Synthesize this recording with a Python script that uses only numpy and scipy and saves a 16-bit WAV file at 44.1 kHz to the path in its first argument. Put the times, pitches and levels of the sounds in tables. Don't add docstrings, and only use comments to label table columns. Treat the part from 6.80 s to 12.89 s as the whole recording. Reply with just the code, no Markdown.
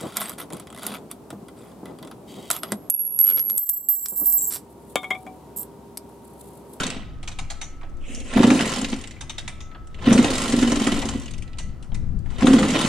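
import sys
import numpy as np
from scipy import signal
from scipy.fft import rfft, irfft, next_fast_len
from scipy.io import wavfile
from scipy.ndimage import uniform_filter1d, map_coordinates

SR = 44100
rng = np.random.default_rng(int(sys.argv[2]) if len(sys.argv) > 2 else 0)


def voltage_ratio(decibels):
    exponent = np.asarray(decibels, float) / 20
    return 10 ** exponent


def output_pcm(signal):
    pcm = np.clip(np.atleast_2d(signal).T, -1, 1) * 32767
    wavfile.write(sys.argv[1], SR, np.round(pcm).astype(np.int16))


N = 268480

# start_s, buffet_db, left_minus_right_db
GUSTS = [(0, -29, 2), (.1, -33.5, 3.5), (1.49, -30.5, 0.5), (1.59, -29, -0.5), (2.31, -39, 5.5),
         (3.05, -36, 2), (3.29, -33.5, 5), (3.6, -32.5, 2), (4.4, -31, 10), (4.7, -33.5, 3),
         (4.9, -28.5, 3.5), (5.09, -40, 9), (5.13, -24, 6), (5.3, -26.5, 8.5), (5.6, -33, 18.5),
         (5.72, -25, 1), (6.0, -40.5, 8), (6.09, -27, -1)]
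# freq_hz, density_db
RUMBLE_SPECTRUM = [(8.8, -44), (15, 22.5), (27, 4.5), (59, 4.5), (124, -3.5), (226, -16), (282, -24),
                   (341, -31.5), (500, -38), (650, -70), (1100, -120)]
# freq_hz, density_db
AIR_SPECTRUM = [(88, -31), (150, -13.5), (213, 2), (346, -1), (412, -8), (782, -11.5), (861, -16.5),
                (1270, -15), (2610, -29.5), (7160, -34), (15600, -44)]
# freq_hz, likeness [0-1]
PORT_LIKENESS = [(200, 1), (500, 0.99), (1000, 0.68), (2000, 0.72), (4000, 0.85), (8000, 0.34),
                 (12000, 0.13)]
# freq_hz, t60_s
GARAGE_DECAY = [(200, 0.42), (2000, 0.7), (6000, 0.4), (12000, 0.34)]
# peak_s, pitch_hz, peak_db, swell_db_per_s, fade_db_per_s
PIPE_TONES = [
    (.62, 1270, -57, 11, 144),
    (.75, 1300, -56.5, 150, 14),
    (2.95, 1302, -51, 36, 36),
    (4.75, 1310, -60, 55, 27),
    (2.1, 2030, -58, 100, 15),
    (4.2, 1963, -52, 103, 32),
]
# start_s, pitch_hz, level_db, t60_s, width_hz
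LOOSE_PARTS = [
    (.004, 1480, -27, .15, 120),
    (1.572, 10600, -38, .1, 500),
    (3.26, 2950, -33, .25, 120),
    (3.295, 10500, -42, .1, 500),
    (2.365, 2250, -47, .1, 150),
    (4.36, 3060, -52, .8, 200),
    (4.79, 1980, -50, .4, 30),
    (5.147, 2050, -48, .15, 80),
]
# start_s, peak_db, lever_ring_db, spring_ring_db
RATCHET_CLICKS = [(0.4285, -32.5, -60, -46), (0.475, -24, -37, -48), (0.515, -34, -31, -36),
                  (0.5866, -23, -27, -30), (0.7006, -19.5, -37, -38), (0.813, -22.5, -22, -16),
                  (1.3478, -45, -50, -19.5), (2.408, -24, -28, -50), (2.4952, -23, -21.5, -53),
                  (2.5811, -22.5, -20, -52), (2.677, -22, -48, -43), (2.804, -33.5, -67.5, -27),
                  (4.7845, -24, -35, -21), (5.0245, -36, -60, -62), (5.1465, -40, -52, -38)]
# freq_hz, width_hz, level_db
LEVER_MODES = [(3705, 110, 0)]
# freq_hz, width_hz, level_db
SPRING_MODES = [(5780, 420, 11), (6800, 870, 10)]
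# start_s, peak_db, edge_db
PAWL_TICKS = [(0.034, -17.5, -10.5), (0.0657, -20.5, -4.5), (0.102, -17, -14), (1.3477, -36.5, 4),
              (1.401, -30, -8), (2.0134, -34.5, 3), (2.1, -35.5, 1), (2.138, -39, -2), (4.7312, -31, -31),
              (4.7717, -40, -20), (4.889, -44, -23), (5.389, -54.5, -4), (1.092, -56, -2), (1.169, -51, -8),
              (5.144, -39, 1), (2.0442, -13.5, -20), (2.2116, -36.5, -3), (2.238, -26.5, -15.5),
              (2.273, -33, -5.5), (2.309, -30, -10), (3.0714, -45.5, -4.5), (3.1437, -36, -19),
              (4.254, -37.5, 4), (4.397, -46, 5.5), (4.458, -33, -9.5), (4.479, -30.5, -15),
              (4.508, -38, -1), (4.5364, -31, -10.5), (4.58, -32.5, -10), (4.6224, -32, -12),
              (4.676, -36.5, -26)]
# start_s, peak_db, edge_db
DULL_KNOCKS = [(1.0118, -43, -23), (1.031, -38.5, -33), (1.506, -37, -14), (1.535, -25, -15),
               (1.5714, -18, -25), (1.675, -39, -21), (3.256, -27, -20), (3.306, -20.5, -23),
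               (3.723, -20.5, -13), (3.825, -16.5, -13), (4.001, -30, -21), (4.16, -33, -17),
               (5.519, -43.5, -27), (5.566, -43, -25), (1.6306, -15.5, -15), (1.703, -15.5, -16),
               (1.792, -16.5, -17), (2.9145, -43, -33), (2.947, -37.5, -45), (3.1875, -39, -25),
               (3.222, -34, -16), (3.3258, -18.5, -4.5), (3.3776, -15.5, -14.5), (3.444, -15.5, -12),
               (3.917, -19.5, -9.5), (4.068, -17, -9), (4.222, -23, -25), (4.287, -25, -7.5),
               (5.118, -41, -35), (5.459, -43.5, -18), (5.503, -41, -10), (5.5553, -51, -28),
               (5.594, -34, -20), (5.6064, -30, -10), (5.622, -25.5, -16), (5.669, -13, -15.5),
               (5.731, -18.5, -9), (5.7838, -19, -30), (5.828, -17, -25), (6.048, -21.5, -26)]
# start_s, peak_db
SKIPPED_TEETH = [(1.6681, -30), (1.8074, -16), (1.8544, -29), (1.8737, -30), (1.8934, -24), (1.9174, -30),
                 (1.936, -20), (1.959, -22.5), (1.9834, -25), (2.0847, -27), (2.117, -28), (2.161, -33),
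                 (2.1859, -31), (3.4254, -29), (3.503, -18), (3.5324, -22), (3.5524, -24), (3.5793, -19),
                 (3.601, -35), (3.6164, -18), (3.6366, -24), (3.6554, -28), (3.6785, -24), (3.6974, -36),
                 (3.7209, -34), (3.7633, -24), (3.7878, -27), (3.8114, -21), (3.8741, -37), (3.896, -30),
                 (3.957, -26), (3.9964, -23), (4.0178, -24), (4.0394, -24), (4.118, -22.5), (4.1405, -30),
                 (4.1644, -32), (4.1889, -26), (4.2163, -26), (4.3344, -43), (4.3534, -48), (4.372, -40),
                 (4.4149, -31), (4.4337, -35), (5.5822, -48), (5.656, -38), (5.7877, -25), (5.883, -27.5),
                 (5.9024, -25), (5.988, -22), (6.0107, -28)]
# freq_hz, density_db
SNAP_SPECTRUM = [(290, -17), (500, 7), (1310, -4), (1650, -6.5), (1800, -6), (2400, -10.5), (3750, -7.5),
                 (3970, -7), (9410, -8), (11200, -22), (15600, -23)]
# start_s, case_clatter_db
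SPINS = [
    [(0, -28.5), (.13, -42), (.22, -52.5), (.4, -69.5)],
    [(1.45, -53.5), (1.53, -38), (1.58, -33), (1.72, -31.5), (1.87, -31), (2.0, -34.5), (2.1, -45),
     (2.23, -50), (2.45, -71.5)],
    [(3.1, -67.5), (3.19, -54.5), (3.26, -33), (3.42, -33), (3.52, -30.5), (3.96, -33.5), (4.13, -34),
     (4.32, -42), (4.75, -76.5)],
    [(5.45, -68.5), (5.55, -50.5), (5.62, -34.5), (5.655, -34), (5.69, -34), (5.8, -33), (5.87, -32.5),
     (5.95, -26), (6.09, -30)],
]
COAST_LOSS = [4.3, 1.06, 0.99, 0.85]
# freq_hz, width_hz, level_db
EXHAUST_MODES = [(152, 66, -6), (220, 51, -1.5), (261, 14, 3.5), (320, 57, -14), (421, 220, -14),
                 (529.7, 63, -7), (794, 15, -26)]
# freq_hz, width_hz, level_db
CASE_MODES = [(680, 39, -13), (1044, 36, 9.5), (1355, 44, 5.5), (1960, 53, 7.5), (2560, 8.1, 1.5),
              (3010, 61, 5), (3680, 32, 2), (3915, 140, 4)]
# freq_hz, density_db
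CLATTER_SPECTRUM = [(210, -22), (350, 1.5), (437, -6), (528, -28), (584, -6), (1330, -14), (1500, -14.5),
                    (3060, -9.5), (5000, -21.5), (6500, -24), (11000, -120)]
# freq_hz, density_db
HISS_SPECTRUM = [(2350, -24.5), (4000, -8.5), (4560, -6), (5990, -8.5), (6980, -4), (9120, -8),
                 (11600, -24), (14500, -30), (15600, -44)]
# start_s, thump_peak_db, pipe_pitch_hz
KICKED_POPS = [(1.298, -30, 248.4), (1.34, -30, 246.5), (1.374, -34, 244), (1.411, -33.5, 258),
               (1.563, -4, 244), (1.587, -10.5, 247.4), (1.601, -2.5, 261), (1.64, -1.5, 231.4),
               (1.676, -5, 260.3), (1.714, -5, 270.5), (3.255, -35, 288), (3.275, -2.5, 251.3),
               (3.316, 0, 227.4), (3.352, -4, 226), (3.388, -3, 247.5), (3.417, -24, 254),
               (3.444, -9.5, 270.6), (5.626, -8.5, 229), (5.643, -4, 261), (5.68, -2.5, 261),
               (5.706, -2.5, 246.4), (5.737, -5, 268), (5.764, -4.5, 239.3), (5.787, -15, 259),
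               (5.806, -10.5, 266)]
# start_s, thump_peak_db, pipe_pitch_hz
CAUGHT_FIRINGS = [(0.01, -23, 250), (0.067, -41, 240), (0.163, -25.5, 232), (1.804, -13, 254.4),
                  (1.919, -35, 230), (1.971, -24, 225), (2.027, -15.5, 248.7), (2.128, -14.5, 241.5),
                  (3.528, -49, 257), (3.693, -18, 250), (3.737, -8.5, 261.5), (3.781, -12.5, 235),
                  (3.828, -7.5, 259), (3.878, -11.5, 254.5), (3.923, -10.5, 270), (3.97, -14, 265.7),
                  (4.015, -14, 240), (4.07, -11, 261), (4.122, -15.5, 234.5), (4.18, -17.5, 279),
                  (4.253, -16, 246.5), (4.353, -15.5, 246), (5.848, -14.5, 292.4), (5.877, -20, 250),
                  (5.914, -24, 264), (5.954, -14, 293.4), (5.995, -32, 276), (6.045, -11.5, 229)]

TOOTH_ATTACK_S, TOOTH_T60_S = 0.0015, 0.075


def unit(x):
    return x / np.sqrt(np.mean(x ** 2) + 1e-20)


def along(points, hz):
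    f, v = np.transpose(points)
    return np.interp(np.log(hz + 1), np.log(f + 1), v)


def curves(rows, silent=None):
    s, *columns = np.transpose(rows)
    return np.array([np.interp(np.arange(N) / SR, s, c, silent, silent) for c in columns])


def wobble(rate):
    knots = rng.standard_normal(int(N * rate / SR) + 4)
    return map_coordinates(knots, [np.arange(N) * rate / SR])


def filtered(x, response):
    m = next_fast_len(N + SR // 2)
    return irfft(rfft(x, m) * response(np.fft.rfftfreq(m, 1 / SR)), m)[..., :N]


def modes(table):
    def response(f):
        return sum((-1) ** k * voltage_ratio(db) * 1j * f * width / (hz * hz - f * f + 1j * f * width)
                   for k, (hz, width, db) in enumerate(table))
    return response


def twice_through(x, table):
    return unit(filtered(filtered(x, modes(table)), modes(table)))


def coloured(spectrum, channels=1):
    return unit(filtered(rng.standard_normal((channels, N)), lambda hz: voltage_ratio(along(spectrum, hz))))


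def bursts(times, levels_db, attack, t60):
    strikes, t = np.zeros(N), np.arange(SR // 2) / SR
    np.add.at(strikes, np.round(np.asarray(times) * SR).astype(int), voltage_ratio(levels_db))
    return signal.fftconvolve(strikes, (1 - np.exp(-t / attack)) * voltage_ratio(-60 * t / t60))[:N]


def patchy(x, depth_db):
    z = signal.stft(x, nperseg=256)[2]
    field = uniform_filter1d(rng.standard_normal(z.shape), size=3, axis=0)
    field = uniform_filter1d(field, size=10, axis=1)
    return signal.istft(z * voltage_ratio(depth_db * unit(field)), nperseg=256)[1][:N]


def spread(x):
    def turn(hz):
        return np.arccos(np.clip(along(PORT_LIKENESS, hz), -1, 1)) / 2
    z = signal.stft(x, nperseg=256)[2]
    paths = uniform_filter1d(rng.standard_normal((2, *z.shape)), size=3, axis=1)
    paths = uniform_filter1d(paths, size=5, axis=2)
    other = signal.istft(z * np.exp(1j * np.arctan2(*paths)), nperseg=256)[1][:N]
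    mid = filtered(x, lambda f: np.cos(turn(f)))
    side = voltage_ratio(3.5) * filtered(other, lambda f: np.sin(turn(f)))
    return np.array([mid + side, mid - side]) * voltage_ratio([[-0.3], [0.3]])


def wind():
    buffet_db, pan_db = curves(GUSTS)
    bright_db = np.minimum(-15.5 + 7.5 * pan_db, 10.5)
    flutter_db = 2.0 * np.array([wobble(16), wobble(6.4)])
    shared, split = coloured(RUMBLE_SPECTRUM, channels=2) * voltage_ratio(flutter_db)
    ports = unit(np.array([shared + 0.47 * split, shared - 0.51 * split]))
    treble = filtered(ports, lambda f: f ** 2 / (f ** 2 + 110 ** 2))
    ports = ports + (voltage_ratio(bright_db) - 1) * treble
    air = voltage_ratio(-50.5 + 0.26 * wobble(2.65)) * coloured(AIR_SPECTRUM)[0]
    return voltage_ratio(buffet_db - 1.5 + np.array([pan_db, -pan_db]) / 2) * ports + spread(air)


def garage(x):
    out, step = np.zeros(N + 2 * SR), SR // 3
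    for at in range(0, N, step):
        hz, t, z = signal.stft(rng.standard_normal(SR // 2), SR, nperseg=256)
        decay = voltage_ratio(-60 * t / along(GARAGE_DECAY, hz)[:, None])
        tail = signal.istft(z * decay, SR, nperseg=256)[1]
        wet = signal.fftconvolve(x[at:at + step], tail / np.linalg.norm(tail))
        out[at + SR // 90:][:len(wet)] += wet
    return out[:N]


def pipe_song():
    out, t = np.zeros(N), np.arange(N) / SR
    for s, hz, peak_db, swell, fade in PIPE_TONES:
        db = peak_db - np.maximum(swell * (s - t), fade * (t - s))
        level = np.sqrt(2) * voltage_ratio(db + 1.8 * wobble(25.58))
        phase = 2 * np.pi * np.cumsum(hz * (1 + 0.0028 * wobble(25.2))) / SR
        out += level * np.sin(phase)
    return out


def pings():
    out, t = np.zeros(N + SR), np.arange(SR // 2) / SR
    for at, hz, db, t60, width_hz in LOOSE_PARTS:
        wander = np.cumsum(rng.standard_normal(len(t))) * np.sqrt(2 * np.pi * width_hz / SR)
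        envelope = np.sqrt(2) * voltage_ratio(db - 60 * t / t60) * (1 - np.exp(-t / 0.00058))
        out[round(at * SR):][:len(t)] += envelope * np.sin(2 * np.pi * hz * t + wander)
    return out[:N]


def rings():
    s, _, lever_db, spring_db = np.transpose(RATCHET_CLICKS)
    out = twice_through(rng.standard_normal(N), LEVER_MODES) * bursts(s, lever_db - 10, attack=0.001, t60=0.09)
    spring = twice_through(rng.standard_normal(N), SPRING_MODES)
    return out + spring * bursts(s, spring_db - 22, attack=0.001, t60=0.29)


def drag():
    start_s, end_s, attack_s = 1.18, 1.57, 0.12
    t = np.arange(N) / SR - start_s
    pull = np.clip(t / attack_s, 0, 1) ** 2 * (t < end_s - start_s)
    catch_db = -5.1 * np.exp(-((t - 0.265) / 0.0095) ** 2)
    rasp_level = pull * voltage_ratio(-40.5 - 20 * t + catch_db)
    rough = patchy(rng.standard_normal(N) * voltage_ratio(2.2 * wobble(25)), depth_db=3.5)
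    groan = unit(filtered(filtered(rough, modes([(530, 200, 0)])), modes([(486, 290, 0)])))
    rasp = unit(filtered(filtered(rough, modes([(2700, 1060, 0)])), modes([(2700, 1400, 0)])))
    scrape = unit(filtered(rough, lambda f: modes([(7000, 4500, 0)])(f) / (1 + (f / 9800) ** 12)))
    return pull * voltage_ratio(-51) * groan + rasp_level * rasp + pull * voltage_ratio(-47.5) * scrape


def teeth():
    s, peak_db = np.transpose(SKIPPED_TEETH)
    colour = coloured(HISS_SPECTRUM)[0] + coloured(CLATTER_SPECTRUM)[0]
    return patchy(colour, depth_db=4.0) * bursts(s, peak_db - 12, attack=TOOTH_ATTACK_S, t60=TOOTH_T60_S)


def contacts():
    clicks = [(s, db, -11, -12.5) for s, db, *_ in RATCHET_CLICKS]
    return clicks + [(s, db, -0.5, edge_db) for s, db, edge_db in DULL_KNOCKS]


def lever():
    s, peak_db, low_db, edge_db = np.transpose(contacts())
    snap = coloured(SNAP_SPECTRUM)[0] * voltage_ratio(1.2 * wobble(300))
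    snap = patchy(snap, depth_db=3.5)

    def above_corner(f, hz):
        return 1 / (1 + (hz / (f + 1)) ** 8)

    def band(low_hz, high_hz):
        return unit(filtered(snap, lambda f: above_corner(f, low_hz) - above_corner(f, high_hz)))

    low, mid, high = band(650, 2620), band(1900, 3930), band(5200, 9200)
    high = high + 0.047 * unit(filtered(snap, lambda f: above_corner(f, 11000)))
    clicks = len(RATCHET_CLICKS)
    knock_s, knock_db = s[clicks:], peak_db[clicks:]
    out = low * bursts(s, peak_db + low_db, attack=0.0065, t60=0.095)
    out += mid * bursts(s[:clicks], peak_db[:clicks] - 8.5, attack=0.0013, t60=0.073)
    out += mid * bursts(knock_s, knock_db - 7, attack=0.00051, t60=0.04)
    out += high * bursts(s, peak_db + edge_db + 3, attack=0.0019, t60=0.082)
    out += (low + 0.26 * mid) * bursts(knock_s, knock_db - 8, attack=0.0003, t60=0.016)
    s, peak_db, edge_db = np.transpose(PAWL_TICKS)
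    out += mid * bursts(s, peak_db - 8, attack=0.00087, t60=0.05)
    out += high * bursts(s, peak_db + edge_db + 1, attack=0.00042, t60=0.051)
    return out


def skipping():
    s = np.array([row[0] for row in SKIPPED_TEETH + PAWL_TICKS])
    between_teeth = 0.22
    gate = between_teeth + bursts(s, 0 * s, attack=TOOTH_ATTACK_S, t60=TOOTH_T60_S)
    return gate / np.sqrt(uniform_filter1d(gate ** 2, size=SR // 20))


def turning():
    full_spin_db, crank_per_s, mesh_per_s = -30, 18, 110
    clatter = sum(voltage_ratio(curves(part, silent=-120)[0]) for part in SPINS)
    spin_db = 20 * np.log10(clatter) - full_spin_db
    s, pop_db, _ = np.transpose(KICKED_POPS)
    drone = voltage_ratio(-29 + 0.96 * spin_db) + bursts(s, pop_db - 20.5, attack=0.026, t60=0.3)

    lag = round(0.1 * SR)
    late_db = uniform_filter1d(np.clip(spin_db, -45, 0), size=lag, origin=(lag - 1) // 2, mode="nearest")
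    kick = np.searchsorted([part[0][0] for part in SPINS[1:]], np.arange(N) / SR)
    hiss = voltage_ratio(-33.5 + np.take(COAST_LOSS, kick) * np.minimum(spin_db, late_db))

    speed = voltage_ratio(0.17 * spin_db)
    turn = np.cumsum(crank_per_s * speed * (1 + 0.15 * wobble(9.1))) / SR
    pipe_beat = voltage_ratio(1.5 * np.cos(2 * np.pi * turn) + 1.23 * wobble(60))
    case_beat = voltage_ratio(1.23 * wobble(60))
    grit = voltage_ratio(0.79 * wobble(900))
    mesh = np.cumsum(mesh_per_s * speed * voltage_ratio(4 * wobble(70))) / SR
    chatter = 1 + np.sin(np.pi * mesh) ** 2 * voltage_ratio(2.5 * wobble(90))
    skips = skipping()

    pumping = unit(filtered(rng.standard_normal(N) * pipe_beat, modes(EXHAUST_MODES)))
    plain = coloured(CLATTER_SPECTRUM)[0]
    case = patchy(0.79 * plain + 0.69 * unit(filtered(plain, modes(CASE_MODES))), depth_db=2.0)
    case = unit(case * case_beat * grit * chatter * np.sqrt(skips))
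    gears = unit(patchy(coloured(HISS_SPECTRUM)[0], depth_db=2.0) * grit * skips)
    return drone * pumping + clatter * voltage_ratio(2.0) * case + hiss * gears


def exhaust():
    s, thump_db, slug_hz = np.transpose(KICKED_POPS + CAUGHT_FIRINGS)
    out, t = np.zeros(N + SR), np.arange(SR // 5) / SR

    def lobe(u):
        return np.clip(u, 0, 1) / np.cosh(2.3 * (u - 1.5))

    scatter = rng.standard_normal((len(s), 5))
    crack_db = np.repeat([-26, -22], [len(KICKED_POPS), len(CAUGHT_FIRINGS)])
    crack_db = crack_db + 0.61 * thump_db + 3.5 * scatter[:, -1]
    chamber_rise_fall = (1 - np.exp(-(t / 0.016) ** 2)) * voltage_ratio(-60 * t / 0.22)
    for at, db, hz, z in zip(s, thump_db, slug_hz, scatter):
        phase = 2 * np.pi * hz * t
        tone = np.sin(phase) + 0.21 * np.sin(1.463 * phase + z[0])
        tone += 0.12 * np.sin(2 * phase + z[3]) + 0.066 * np.sin(2.9 * phase + z[1])
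        slug = lobe(t / 0.011) * tone
        slug += 0.17 * lobe(t / 0.01) * np.sin(0.541 * phase + z[2])
        chamber = 0.13 * np.sin(2 * np.pi * 262 * t + z[1]) + 0.096 * np.sin(2 * np.pi * 523 * t + z[0])
        slug += chamber_rise_fall * chamber
        echoes = np.zeros(len(t))
        for k in range(4):
            echo_level = voltage_ratio(-8.0 - 3.9 * k + 2 * z[1 + k % 2]) * (-1) ** (k + 1)
            echoes += echo_level * lobe((t - (k + 1) * 0.02035 - 0.001) / 0.0086)
        thump = voltage_ratio(db - 1.5) * (slug + echoes * np.sin(phase + 0.5 * z[2]))
        out[max(round((at - 0.0118) * SR), 0):][:len(t)] += thump
    crack = bursts(s - 0.002, crack_db, attack=0.0027, t60=0.069)
    return out[:N] + crack * coloured(CLATTER_SPECTRUM)[0] * voltage_ratio(2.1 * wobble(250))


def scene():
    engine = exhaust() + turning()
    metal = lever() + teeth() + drag() + pings()
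    room = garage(voltage_ratio(-10.5) * engine + voltage_ratio(-11) * metal)
    bike = engine + metal + room + pipe_song() + rings()
    return spread(bike) + wind()


def low_pass(x):
    return signal.sosfilt(signal.butter(12, 15710, fs=SR, output="sos"), x)


def record(dry):
    limited = dry / (1 + np.abs(dry / 0.95) ** 5) ** (1 / 5)
    mix = filtered(limited, lambda f: f < 15750)
    return low_pass(mix)


dry = scene()
out = record(dry)
output_pcm(out)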